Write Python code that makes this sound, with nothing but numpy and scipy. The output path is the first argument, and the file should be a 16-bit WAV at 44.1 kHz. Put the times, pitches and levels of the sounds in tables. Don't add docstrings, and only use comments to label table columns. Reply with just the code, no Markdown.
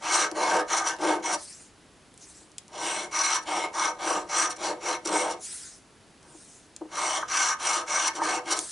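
import sys
import numpy as np
from scipy import signal
from scipy.fft import rfft, irfft, next_fast_len
from scipy.io import wavfile
from scipy.ndimage import uniform_filter1d, map_coordinates

SR = 44100
rng = np.random.default_rng(int(sys.argv[2]) if len(sys.argv) > 2 else 0)


def master_out(mix):
    frames = np.transpose(np.atleast_2d(mix))
    ceiling = np.clip(frames, -1, 1)
    pcm = np.round(ceiling * 32767).astype(np.int16)
    wavfile.write(sys.argv[1], SR, pcm)


N = 384111
TIME = np.arange(N) / SR
FFT_SIZE = next_fast_len(N + SR // 2)
HZ = np.fft.rfftfreq(FFT_SIZE, 1 / SR)
DEEP_HZ, MIDDLE_HZ, TREBLE_HZ = (250, 650), (700, 2000), (2100, 11000)


def amp(db):
    return 10 ** (np.asarray(db) / 20)


def unit_rms(x):
    return x / np.sqrt(np.mean(x ** 2) + 1e-20)


def curve_at(points, hz):
    freqs, values = np.transpose(points)
    return np.interp(np.log(hz + 1), np.log(freqs + 1), values)


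def wobble(rate):
    return map_coordinates(rng.standard_normal(int(N * rate / SR) + 4), [TIME * rate])


def swells(rows):
    return sum(height * np.exp(-2 * ((TIME - s) / length) ** 2) for s, length, height in rows)


def filtered(x, response):
    return irfft(rfft(x, FFT_SIZE) * response, FFT_SIZE)[..., :N]


def resonances(modes):
    return sum((-1) ** k * amp(db) * 1j * HZ * width / (hz * hz - HZ * HZ + 1j * HZ * width)
               for k, (hz, width, db) in enumerate(modes))


def slope(edge_hz, kind, order):
    return signal.freqs(*signal.butter(order, 1, kind, analog=True), HZ / edge_hz)[1]


def levelled(response, band):
    return response / np.sqrt(np.mean(abs(response) ** 2 * (HZ > band[0]) * (HZ < band[1])))


def glide(start, end, speeding, braking, jump=0, break_s=0.0038):
    ramp = lambda t, length: np.sin(np.pi / 2 * np.clip(t / length, 0, 1))
    rise = jump * ramp(TIME - start, break_s) + (1 - jump) * ramp(TIME - start, speeding)
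    return rise * ramp(end - TIME, braking)


def chipping(rate, spread_db):
    breaks = rng.random(N) < rate / SR
    return unit_rms(breaks * rng.standard_normal(N) * amp(spread_db * rng.standard_normal(N)))


def rung_by_chips(force, body, band, spread_db):
    return filtered(force * chipping(rate=13000, spread_db=spread_db), levelled(body, band))


def travelling(x, depth_db, frame):
    spectra = signal.stft(x, nperseg=frame)[2]
    patch = np.outer(np.hanning(11), np.hanning(25))
    colour = signal.fftconvolve(rng.standard_normal(spectra.shape), patch, "same")
    return signal.istft(spectra * amp(depth_db * unit_rms(colour)), nperseg=frame)[1][:N]


# (frequency [Hz], relative density [dB])
ROOM_SPECTRUM = [(12, -69), (20, -16), (48, -7), (303, -5), (572, -12), (619, -11.5), (1640, -16),
                 (2140, -18), (2510, -18.5), (11000, -24.5), (14300, -79), (22000, -120)]
def room_tone(level_db=-56.5, side_db=-12):
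    mid, side = unit_rms(filtered(rng.standard_normal((2, N)), amp(curve_at(ROOM_SPECTRUM, HZ))))
    return amp(level_db) * np.array([mid + amp(side_db) * side, mid - amp(side_db) * side])


# (frequency [Hz], t60 [s])
ROOM_DECAY = [(250, 0.028), (2000, 0.25), (10000, 0.11)]
def reflections(x, delay_s=.002):
    hz, t, spectra = signal.stft(rng.standard_normal((2, SR // 3)), SR, nperseg=256)
    decay = amp(-60 * t / curve_at(ROOM_DECAY, hz)[:, None])
    tail = signal.istft(spectra * decay, SR, nperseg=256)[1]
    late = np.pad(x, (int(delay_s * SR), 0))
    return signal.fftconvolve(late[None], tail / np.linalg.norm(tail[0]), axes=1)[:, :N]


# (frequency [Hz], relative density [dB])
PAPER_SPECTRUM = [(880, -31), (1500, -11), (1830, -10.5), (3280, -13.5), (6400, -2), (9230, 0.5),
                  (11000, -11.5), (14300, -44), (22000, -120)]
# (start [s], end [s], speeding up [s], braking [s], level [dB])
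HAND_SLIDES = [(1.355, 1.768, 0.045, 0.29, -46), (2.15, 2.543, 0.088, 0.19, -53.5),
               (5.38, 5.867, 0.069, 0.31, -41), (6.15, 6.766, .28, 0.31, -54.5),
               (8.57, 8.95, 0.043, 0.34, -38.5)]
def slides(speed_power=2.26):
    hiss = unit_rms(filtered(chipping(rate=27000, spread_db=0.5), amp(curve_at(PAPER_SPECTRUM, HZ))))
    level = sum(amp(db) * glide(*timing) ** speed_power for *timing, db in HAND_SLIDES)
    return travelling(hiss, depth_db=3.1, frame=256) * level * amp(0.61 * wobble(38))


# (time [s], relative level [dB], pitch [Hz])
CARD_TICKS = [(0.3147, -18.5, 5500), (0.9654, -28, 4530), (0.9872, -29, 2890), (2.141, -36, 9880),
              (2.177, -30, 7940), (2.5176, -36, 6710), (2.5826, -13, 7600), (2.681, -33, 6330),
              (6.2296, -36, 6560), (6.764, -20, 7060), (7.5244, -30, 5720), (8.5907, -5.5, 7900)]
def ticks(snap_t60=0.001, rustle_t60=0.02, rustle_db=-21):
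    out, t = np.zeros(N + SR), np.arange(SR // 10) / SR
    for s, db, hz in CARD_TICKS:
        snap = np.sin(2 * np.pi * hz * t) * amp(-60 * t / snap_t60) * (1 - np.exp(-t / .0001))
        rustle = rng.standard_normal(len(t)) * amp(rustle_db - 60 * t / rustle_t60)
        out[round(s * SR):][:len(t)] += amp(db + 7.0) * (snap + rustle)
    return filtered(out[:N], slope(2400, "high", order=2))


# (time [s], relative level [dB], centre of the blow [Hz])
TABLE_KNOCKS = [(0.315, -25.5, 308), (2.41, -46, 315), (5.053, -21.5, 348), (6.343, -39, 310),
                (6.811, -23.5, 315), (6.849, -34.5, 308), (7.226, -16, 1380), (8.211, -11, 900)]
def knocks(breadth=0.22):
    out, wood = np.zeros(N + SR), resonances(WOOD_MODES)
    for s, db, hz in TABLE_KNOCKS:
        blow = resonances([(hz, breadth * hz, 0)]) * slope(3 * hz, "low", order=2)
        ring = irfft(wood * blow, FFT_SIZE)[:SR // 2]
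        out[round(s * SR):][:len(ring)] += amp(db - 3.5) * ring / abs(ring).max()
    return out[:N]


# (frequency [Hz], width [Hz], level [dB])
WOOD_MODES = [(208, 26.5, -20), (309, 18.4, -2), (351.3, 45, -6), (422, 13, -3.5), (497.4, 68, -5.5),
              (496.5, 13.8, 2.5), (584.4, 14.9, -1), (643.7, 21.5, 0.6), (700, 56, -12.5), (734.3, 27, 6.0),
              (767.4, 120, 0), (895.6, 30, 4.5), (939, 30, 3.5), (1028, 23.6, 1.5), (1092, 39, -0.2),
              (1153, 41, 2), (1229.5, 19.5, 2.5), (1285, 18, 1), (1354, 154, -8.5), (1537, 32, 0),
              (1625, 34.4, -2.5), (1777, 18.5, -5), (1892, 105, -9.5)]
def table_top(force, weight, pressure, bass_db=-11):
    wood = resonances(WOOD_MODES) * slope(161, "high", order=2) * slope(1990, "low", order=6)
    softness = pressure ** 0.75
    upper = force / np.hypot(1, softness)
    zones = [(force * amp(bass_db) * pressure ** 1.03, slope(385, "low", order=7), DEEP_HZ),
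             (force * weight * 0.81, slope(380, "high", order=6) * slope(638, "low", order=7), DEEP_HZ),
             (upper * softness, slope(657, "high", order=6) * slope(1006, "low", order=8), MIDDLE_HZ),
             (upper, slope(1050, "high", order=8), MIDDLE_HZ)]
    return sum(rung_by_chips(level, wood * zone, band, spread_db=1.5) for level, zone, band in zones)


# (frequency [Hz], width [Hz], level [dB])
COIN_MODES = [(2189, 60.4, 7.5), (2620, 145, -2), (3000, 420, -4), (3710, 185, -6.5), (4050, 190, -4),
              (4680, 290, -9), (4960, 170, -8), (5700, 226, -3.5), (6630, 770, -12), (7460, 730, -7.5),
              (8430, 570, -8.5), (8940, 870, -8.5), (10780, 390, -17.5)]
RIM_MODE, PARTNER_MODE, OVERTONE_MODE = (5850, 95, 0), (6370, 510, 0), (8360, 280, 0)
# (time [s], level against the rim [dB])
FINGER_HOLD = [(.8, -2.5), (3.3, -14), (4.4, -6.5), (7.4, -5)]
def coin(force, speed, pressure, rim_gain, overtone_gain):
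    sing = rim_gain * pressure ** -.3
    partner = sing * amp(np.interp(TIME, *np.transpose(FINGER_HOLD)))
    zing = overtone_gain * speed ** 4
    grit = force / np.sqrt(1 + sing ** 2 + partner ** 2 + zing ** 2)
    bursts = unit_rms(amp(1.64 * wobble(170)))
    rim = sum(rung_by_chips(grit * bursts * share, resonances([mode]), TREBLE_HZ, spread_db=4.5)
              for share, mode in [(sing, RIM_MODE), (partner, PARTNER_MODE), (zing, OVERTONE_MODE)])
    metal = resonances(COIN_MODES) * slope(1800, "high", order=4)
    return rung_by_chips(grit, metal, TREBLE_HZ, spread_db=2.5), rim


# (time [s], length [s], level [dB])
EDGE_CATCHES = [(0.145, 0.035, -25), (0.778, 0.015, -29.5), (0.879, 0.027, -30.5), (1.338, 0.026, -27),
                (3.356, 0.021, -28.5), (3.43, 0.02, -47.5), (4.512, 0.02, -32.5), (4.567, 0.009, -43.5),
                (5.057, 0.0077, -28.5), (5.076, 0.0066, -28.5), (5.313, 0.024, -36), (8.077, 0.012, -24.5),
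                (8.163, 0.022, -38.5), (8.521, 0.021, -23.5), (8.573, 0.022, -32.5)]
def catches(wood_db=-7, rim_db=-5):
    clumps = swells((s, length, amp(db)) for s, length, db in EDGE_CATCHES)
    body = levelled(resonances(COIN_MODES) * slope(5400, "high", order=2), TREBLE_HZ)
    rim = levelled(resonances([RIM_MODE]), TREBLE_HZ)
    metal = levelled(body - amp(rim_db) * rim, TREBLE_HZ)
    wood = levelled(resonances(WOOD_MODES) * slope(740, "high", order=3), MIDDLE_HZ)
    return filtered(clumps * chipping(rate=8400, spread_db=1.0), metal + amp(wood_db) * wood)


CREEP = 0.19
# (start [s], end [s], speeding up [s], braking [s], table top [dB], rasp [dB],
# weight of deep wood against table top [dB], rim [dB], overtone [dB])
HAND_STROKES = [ (0.019, 0.301, 0.15, 0.098, -26.5, -26, -12.5, -3.5, -4.5),
                (0.345, 0.646, 0.086, 0.073, -27.5, -33, -4.5, -8, -23),
                (0.675, 0.978, 0.063, 0.16, -30, -29, -12, -2, -15),
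                (0.988, 1.204, 0.14, 0.14, -25, -30, -4, -7.5, -18),
                (1.221, 1.376, 0.043, 0.084, -31.5, -32, -5.5, 2, -4.5),
                (2.726, 3.102, 0.17, 0.15, -34.5, -32.5, -5.5, -4.5, -4),
                (3.108, 3.408, 0.085, 0.062, -31, -27.5, -15, 1, -11),
                (3.453, 3.712, 0.067, 0.13, -32, -34, -5.5, -7, -8.5),
                (3.726, 3.942, 0.1, 0.1, -29.5, -29.5, -12.5, -1.5, -14),
                (3.983, 4.26, 0.14, 0.17, -29.5, -32, -6.5, -3.5, -4),
                (4.285, 4.528, 0.18, 0.13, -26.5, -24, -13, -1.5, 1),
                (4.579, 4.77, 0.12, 0.13, -30.5, -31.5, -4, -7, -12),
                (4.8, 4.989, 0.09, 0.056, -33, -34, -7, -3, -19),
                (5.044, 5.369, 0.063, 0.13, -32.5, -30, -2.5, -5, -3.5),
                (6.224, 6.37, 0.02, 0.1, -60, -72, -6, -15, -15),
                (6.912, 7.263, 0.12, 0.14, -32, -30.5, -12, -5, -6),
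                (7.277, 7.57, 0.11, 0.1, -28, -25, -20, -1.5, -14),
                (7.586, 7.858, 0.078, 0.12, -31, -29, -11.5, -4.5, -6.5),
                (7.861, 8.134, 0.076, 0.098, -31, -29, -14.5, -0.5, -7),
                (8.131, 8.416, 0.14, 0.08, -30.5, -32, -7.5, -6, -9),
                (8.452, 8.611, 0.13, 0.13, -29.5, -29.5, -7.5, -9, -11), ]
def hand(breakaway=0.3, turn_s=0.061):
    speed, current = np.zeros(N), np.zeros(N, int)
    for k, (start, end, speeding, braking, *_) in enumerate(HAND_STROKES):
        creep = CREEP * np.clip(1 + np.minimum(TIME - start, end - TIME) / turn_s, 0, 1)
        stroke_speed = np.maximum(glide(start, end, speeding, braking, breakaway), creep)
        current[stroke_speed > speed] = k
        speed = np.maximum(speed, stroke_speed)
    gains = amp([stroke[4:] for stroke in HAND_STROKES])
    return speed, uniform_filter1d(gains[current].T, size=256, axis=1)


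# (time [s], length [s], change in the table top [dB])
HAND_PRESSES = [(0.55, 0.042, 4), (0.73, 0.058, 2.5), (1.335, 0.03, 2.5), (4.16, 0.032, 4.5),
                (4.71, 0.046, 2.5), (5.135, 0.053, 5), (5.225, 0.05, -1.5), (7.48, 0.052, 0.5)]
# (time [s], length [s], dip in the rasp [dB])
RASP_DIPS = [(0.833, 0.042, -11.0), (4.493, 0.026, -11), (5.1, 0.039, -9), (5.274, 0.064, -10),
             (8.205, 0.027, -12.5)]
def scrape(deep_power=0.79, top_power=1.28, rasp_power=1.91, judder_db=1.23):
    speed, (top, rasp, weight, rim_gain, overtone_gain) = hand()
    press = amp(swells(HAND_PRESSES))
    top = top * press * speed ** top_power
    rasp = rasp * speed ** rasp_power * amp(swells(RASP_DIPS))
    weight = weight * press ** .35 * np.maximum(speed, CREEP) ** (deep_power - top_power)
    pressure = np.clip(weight / amp(-6.5), .2, 3)
    grip = unit_rms(amp(judder_db * wobble(130) + 0.54 * wobble(35)))
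    wood = table_top(top * grip, weight, pressure)
    body, rim = coin(rasp * grip, speed, pressure, rim_gain, overtone_gain)
    return travelling(wood, depth_db=1.46, frame=1024) + travelling(body, depth_db=2.5, frame=512) + rim


def scene():
    rubbing = scrape() + catches() + slides()
    contacts = ticks() + knocks()
    wet = reflections(amp(-11.0) * rubbing + amp(-12.5) * contacts)
    balance = amp([[.15], [-.5]])
    return (rubbing + contacts) * balance + wet + room_tone()


def record(dry, top_hz=11080):
    return filtered(dry, 1 / (1 + (HZ / top_hz) ** 160))


dry = scene()
out = record(dry)
master_out(out)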